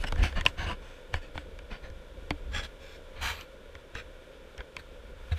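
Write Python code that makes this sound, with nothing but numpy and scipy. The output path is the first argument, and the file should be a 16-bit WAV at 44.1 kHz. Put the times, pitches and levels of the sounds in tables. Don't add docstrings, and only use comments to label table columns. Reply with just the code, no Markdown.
import sys
import numpy as np
from scipy import signal
from scipy.fft import rfft, irfft, next_fast_len
from scipy.io import wavfile
from scipy.ndimage import uniform_filter1d, map_coordinates

SR = 44100
rng = np.random.default_rng(int(sys.argv[2]) if len(sys.argv) > 2 else 0)


def unload_wav(signal):
    wavfile.write(
        sys.argv[1],
        SR,
        np.round(np.clip(np.atleast_2d(signal).T, -1, 1) * 32767).astype(np.int16),
    )


N = 237630

# time in seconds, wheel drone in dB, road hiss in dB before ROAD_HISS_DB.
ROLLING_LEVELS = [(0.0, -49.5, -49), (0.3, -50.5, -49.5), (0.75, -53, -54), (2.0, -53, -55.5),
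                  (2.6, -52, -53.5), (3.6, -53.5, -55), (5.15, -54, -54.5), (5.39, -57, -50)]
# time in seconds, level in dB before WIND_GAIN_DB and the gusts.
WIND_LEVELS = [(0.0, -26.5), (0.15, -29.5), (0.42, -39), (0.7, -39), (0.85, -42), (1.9, -46.5), (2.4, -38),
               (2.87, -45.5), (3.5, -49.5), (4.7, -52), (5.39, -44)]
# frequency in Hz, relative level in dB per Hz.
DRONE_COLOUR = [(60, -19), (130, -5.5), (230, -9.5), (330, -6.5), (420, -3.5), (530, 3.5), (600, -4.5),
                (700, -13.5), (850, -26), (1500, -91)]
# frequency in Hz, relative level in dB per Hz.
HISS_COLOUR = [(200, -1.5), (700, -6), (1200, -3), (1700, 1), (2100, -5.5), (3000, -3), (3700, -5),
               (4200, -11), (6000, -14.5), (9000, -19), (14000, -24.5), (16000, -33)]
# frequency in Hz, relative level in dB per Hz.
WIND_COLOUR = [(8, -37), (22, -0.5), (42, -8.5), (70, -10), (110, -31.5), (200, -34), (500, -42.5),
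               (1500, -101)]
# centre in Hz, width in Hz, boost in dB.
AIR_RESONANCES = [(955, 255, 8.5), (1427, 138, 8), (2300, 230, 7), (3490, 380, 4.5)]
# time of full strength in seconds, hold in seconds,
# release in seconds, level in dB before RUB_GAIN_DB, tilt in dB per octave.
RUB_STROKES = [(.01, 0.016, .005, -47.5, 6.5), (.042, 0.0047, 0.0045, -32, -2.5),
               (0.075, 0.01, 0.0036, -37, 2.5), (0.186, 0.026, 0.0076, -36.5, -3.5),
               (0.234, 0.017, .021, -31.5, 1), (.366, 0.01, .018, -29.5, -3.5),
               (0.465, 0.016, 0.012, -39, 1), (0.591, 0.054, 0.0095, -35.5, -2.5),
               (0.671, 0.044, 0.014, -33.5, -2), (0.831, 0.095, .05, -54.5, 0.5),
               (1.142, 0.019, .014, -40, -1), (1.222, 0.014, .025, -51, 1), (1.354, 0.037, 0.023, -51, .5),
               (1.716, 0.014, .022, -40.5, -3), (1.839, 0.011, 0.021, -46.5, -3.5),
               (2.525, 0.011, 0.012, -47, 0.5), (2.55, 0.035, 0.018, -32, -0.4),
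               (2.636, 0.014, 0.01, -40, 0), (2.827, 0.13, 0.014, -52.5, 2),
               (3.169, 0.04, 0.018, -46.5, -3.5), (3.23, .062, 0.026, -31, 2.5),
               (3.35, 0.065, 0.016, -46, 2.5), (3.959, 0.038, .011, -40, 1),
               (4.594, 0.012, 0.0078, -43, -5), (4.792, 0.0071, 0.0082, -48, 2),
               (5.323, 0.0048, 0.0065, -39, 0), (5.372, .02, .01, -48.5, 2)]
# frequency in Hz, level in dB per Hz before SKIN_DB.
SKIN_COLOUR = [(60, 0), (200, 5), (420, -14.5), (650, 1), (1000, -2), (1250, -8.5), (1700, -1.5),
               (2600, 2.5), (3500, -5.5), (4500, -10), (6500, -13.5), (7600, -27), (9500, -21.5),
               (15000, -51)]
# time in seconds, strength in dB before CLICK_GAIN_DB,
# contact pitch in Hz, knock in dB before KNOCK_GAIN_DB, crack in dB relative to the body of the click,
# sway of the mount in dB.
CLICK_EVENTS = [(.039, -23.5, 1650, -6.5, -14, -59), (.123, -20.5, 1070, -1.5, -10, -27),
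                (0.159, -31, 1700, -4, -16, -51), (0.237, -20.5, 1410, -10, -11, -25.5),
                (.325, -33, 1680, -13, -18, -41), (.41, -23.5, 1970, -29, -8.5, -31),
                (.453, -22.5, 1510, 1, -9, -32), (.462, -5, 2690, -17.5, -17, -48),
                (1.14, -17, 1650, -9, -19, -24.5), (1.354, -30.5, 1030, 4, -29, -34.5),
                (1.377, -23, 1520, -12.5, -40, -48), (1.589, -36.5, 2400, -13, -10.5, -53),
                (1.901, -45, 1740, -29, -6, -35.5), (2.306, -15, 2290, -7.5, -18, -28.5),
                (3.41, -35, 2920, -20, -4, -52), (3.752, -35, 2030, -20, -15, -40),
                (3.952, -29, 1700, -10, -11, -37), (4.579, -39, 3000, -19, -3, -48),
                (4.605, -30, 1580, -33, -34, -45), (4.766, -25, 2420, -21, -11, -47.5)]
# centre in Hz, width in Hz before SHELL_WIDEN,
# level in dB before the knock (low modes) or SHELL_DB (high modes).
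SHELL_MODES = [(174, 71, 2), (294, 15.5, 6), (530, 52, -33), (760, 420, -2.5), (1020, 65, 2.5),
               (1546, 360, -1.5), (2250, 150, 1.5), (3170, 530, -2.5), (3720, 190, -19.5), (4500, 91, -7.5)]
# frequency in Hz, relative level in dB per Hz.
CRACK_COLOUR = [(2500, -5), (5700, 0), (7500, -8.5), (8500, -13), (10500, -16.5), (15000, -33)]
# centre in Hz, width in Hz before HAND_DAMPING_HZ, level in dB.
TURNING = [(726, 49, -5), (1030, 16, -8), (1705, 230, -1), (2910, 85, -2.5), (3960, 37, -46),
           (4450, 65, -10), (7790, 69, -17.5)]
# centre in Hz, width in Hz before damping, level in dB.
SETTLING = [(1180, 57, -0.5), (1650, 56, 5), (2360, 32, 6.5), (3350, 82, 4), (4100, 310, -5.5),
            (5520, 110, -10), (7510, 44, -9.5)]
# centre in Hz, width in Hz before damping, level in dB.
SLIDING = [(1067, 52, 10.5), (1390, 83, 2.5), (1700, 38, 6.5), (2370, 71, 9), (2940, 66, 0), (3170, 31, 6),
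           (4100, 180, 2.5), (7460, 40, -15)]
# centre in Hz, width in Hz before damping, level in dB.
RESTING = [(490, 60, 4), (1690, 180, 10), (2400, 93, 7), (3320, 86, -2), (3880, 64, 5), (5330, 140, -44),
           (7420, 35, -18)]
# end in seconds, the housing resonances for that hold.
HOLDS = [(2.0, TURNING), (3.05, SETTLING), (3.7, SLIDING), (9, RESTING)]
# time in seconds, level in dB.
JOLT_EVENT = (5.317, -17.5)
# pitch in Hz, relative level in dB, time to fall 60 dB in seconds.
MOUNT_TONES = [(80, 0, .19), (711, -17, .06), (1700, -20, .055), (2611, -25, .09)]
# crest in seconds, width in seconds,
# level in dB before WIND_GAIN_DB.
SWING_RUSH = (0.216, 0.018, -19)

MOUNT_HZ = 77.4
TOP_HZ = 15400
ROAD_HISS_DB, WIND_GAIN_DB = -3.0, -3
GUST_DB, GUSTS_PER_S = 3, 6.8
RUB_GAIN_DB, SKIN_DB = -1.94, -7
PRESS_DB, SHUDDER_DB = -7.5, -8.5
PRESS_PER_TILT = 3.1
PATCH_DB, JUDDER_DB = 4.0, 1.0
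HAND_DAMPING_HZ = 90
ATTACK_S, ATTACK_SHARE = .005, .06
STROKE_SHAPE = 1.48
CLICK_GAIN_DB, KNOCK_GAIN_DB = 15, 7
CONTACT_Q, SHELL_DB, CHATTER_DB = 5, -7, -2.5
SHELL_WIDEN = 1.37
CHATTER_T60, CRACK_T60, SWAY_T60 = .027, .0098, .16
GIVE_DB, GIVE_S = -3.5, .015


def amp(db):
    return 10 ** (np.asarray(db) / 20)


def unit(x):
    return x / np.sqrt(np.mean(x ** 2) + 1e-20)


def unit_energy(x):
    return x / np.linalg.norm(x)


def along(points, hz):
    f, v = np.transpose(points)
    return np.interp(np.log(hz + 1), np.log(f + 1), v)


def curves(rows):
    s, *cols = np.transpose(rows)
    return [np.interp(np.arange(N) / SR, s, c) for c in cols]


def wobble(rate):
    return map_coordinates(rng.standard_normal(N // 8), [np.arange(N) * rate / SR], mode="wrap")


def coloured(x, gain_db):
    m = next_fast_len(len(x) + 8192)
    gain = amp(gain_db(np.fft.rfftfreq(m, 1 / SR)))
    return irfft(rfft(x, m) * gain, m)[:len(x)]


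def bump(hz, centre_hz, width_hz):
    return 1 / (1 + (2 * (hz - centre_hz) / width_hz) ** 2)


def grit(size, rate, spread_db):
    hits = rng.random(size) < rate / SR
    strength = amp(spread_db * rng.standard_normal(size))
    return unit(hits * strength * rng.standard_normal(size))


def add(track, s, sound):
    start = int(np.clip(round(s * SR), 0, N - 1))
    track[start:start + len(sound)] += sound[:N - start]


def swell(u, rise, hold, fall):
    away = np.maximum(-u / rise, 0) + np.maximum((u - hold) / fall, 0)
    return np.exp(-.5 * away ** STROKE_SHAPE)


def struck(power):
    cepstrum = irfft(.5 * np.log(power + 1e-12))
    half = len(cepstrum) // 2
    cepstrum[1:half] *= 2
    cepstrum[half + 1:] = 0
    return unit_energy(irfft(np.exp(rfft(cepstrum))))


def lumps():
    eddies = unit(coloured(rng.standard_normal(N), lambda hz: along(WIND_COLOUR, hz)))
    power = np.abs(uniform_filter1d(eddies ** 2, size=SR // 16)) + 1e-6
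    return unit(eddies / np.sqrt(power))


def wheels():
    drone_db, hiss_db = curves(ROLLING_LEVELS)
    texture = wobble(rate=21)

    def hiss_colour(hz):
        resonances = sum(db * bump(hz, centre, width) for centre, width, db in AIR_RESONANCES)
        return along(HISS_COLOUR, hz) + resonances

    drone = unit(coloured(grit(N, rate=3000, spread_db=3), lambda hz: along(DRONE_COLOUR, hz)))
    hiss = unit(coloured(rng.standard_normal(N), hiss_colour))
    drone_gain = amp(drone_db + 0.18 * texture)
    hiss_gain = amp(hiss_db + ROAD_HISS_DB + 0.49 * texture)
    return drone_gain * drone + hiss_gain * hiss


def wind():
    level_db, = curves(WIND_LEVELS)
    crest, width, swing_db = SWING_RUSH
    gusts = amp(level_db + GUST_DB * wobble(GUSTS_PER_S))
    swing = amp(swing_db) * swell(np.arange(N) / SR - crest, width, 0, width)
    return amp(WIND_GAIN_DB) * (gusts + swing) * lumps()


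def jolt():
    out, t = np.zeros(N), np.arange(SR // 4) / SR
    s, db = JOLT_EVENT
    boom = sum(amp(db + level - 60 * t / t60) * np.sin(2 * np.pi * hz * t) for hz, level, t60 in MOUNT_TONES)
    soft_start = 1 - np.exp(-t / .003)
    add(out, s, boom * soft_start)
    return out


def rubs():
    out, t = np.zeros(N), np.arange(SR // 2) / SR
    effort, weight = np.zeros(N), np.zeros(N)
    knots_hz = np.geomspace(200, 15000, num=60)
    sway_hz = MOUNT_HZ * (1 + 0.207 * wobble(rate=69))
    swaying = unit(np.sin(2 * np.pi * np.cumsum(sway_hz) / SR))
    for full_s, held, release, db, tilt in RUB_STROKES:
        rise = ATTACK_S + ATTACK_SHARE * held
        start = max(full_s - 5 * rise, 0)
        stroke = swell(t + start - full_s, rise, held, release)
        resonances = next(peaks for until, peaks in HOLDS if full_s < until)
        patches = np.column_stack([knots_hz, PATCH_DB * rng.standard_normal(len(knots_hz))])

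        def rub_colour(hz):
            skin = amp(along(SKIN_COLOUR, hz) + SKIN_DB) ** 2
            housing = sum(amp(level) ** 2 * bump(hz, centre, width + HAND_DAMPING_HZ) ** 1.013
                          for centre, width, level in resonances)
            return 10 * np.log10(skin + housing) + along(patches, hz) + tilt * np.log2(hz + 300)

        friction = unit(coloured(rng.standard_normal(len(t)), rub_colour))
        add(out, start, amp(db + RUB_GAIN_DB) * stroke * friction)
        add(effort, start, amp(db) * stroke)
        add(weight, start, amp(db - PRESS_PER_TILT * tilt) * stroke)
    rubbing = out * amp(JUDDER_DB * swaying)
    shudder = amp(SHUDDER_DB) * effort * swaying
    pressing = amp(PRESS_DB) * weight * lumps()
    return rubbing + shudder + pressing


def clicks():
    out, t = np.zeros(N), np.arange(SR // 4) / SR
    hz = np.fft.rfftfreq(4096, 1 / SR)
    travel = np.exp(-.9j * np.sqrt(hz))
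    sway = np.sin(2 * np.pi * MOUNT_HZ * t) * amp(-60 * t / SWAY_T60)
    give = np.sin(t / GIVE_S * 2) * np.exp(-t / GIVE_S / 2)
    sway = sway + amp(GIVE_DB) * give
    for s, db, pitch_hz, knock_db, crack_db, sway_db in CLICK_EVENTS:
        shell = 0
        for k, (centre, width, level) in enumerate(SHELL_MODES):
            mode_db = level + (knock_db + KNOCK_GAIN_DB if k < 4 else SHELL_DB)
            shell = shell + amp(mode_db) ** 2 * bump(hz, centre, SHELL_WIDEN * width) ** 1.57
        contact = bump(hz, pitch_hz, pitch_hz / CONTACT_Q) ** 1.83
        ring = irfft(rfft(struck(contact + shell)) * travel)
        chatter = unit_energy(rng.standard_normal(len(t)) * amp(-60 * t / CHATTER_T60))
        blow = (t == 0) + amp(CHATTER_DB) * chatter
        body = unit_energy(signal.fftconvolve(blow, ring)[:len(t)])
        edge = coloured(rng.standard_normal(len(t)), lambda f: along(CRACK_COLOUR, f))
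        crack = unit_energy(edge * amp(-60 * t / CRACK_T60))
        add(out, s, amp(db + CLICK_GAIN_DB) * (body + amp(crack_db) * crack))
        add(out, s, amp(sway_db) * sway)
    return out


def scene():
    return (wheels() + wind() + jolt() + rubs() + clicks())[None]


def record(dry):
    limited = dry / (1 + np.abs(dry / .95) ** 8) ** (1 / 8)
    return np.array([coloured(channel, lambda hz: -120.0 * (hz > TOP_HZ)) for channel in limited])


dry = scene()
out = record(dry)
unload_wav(out)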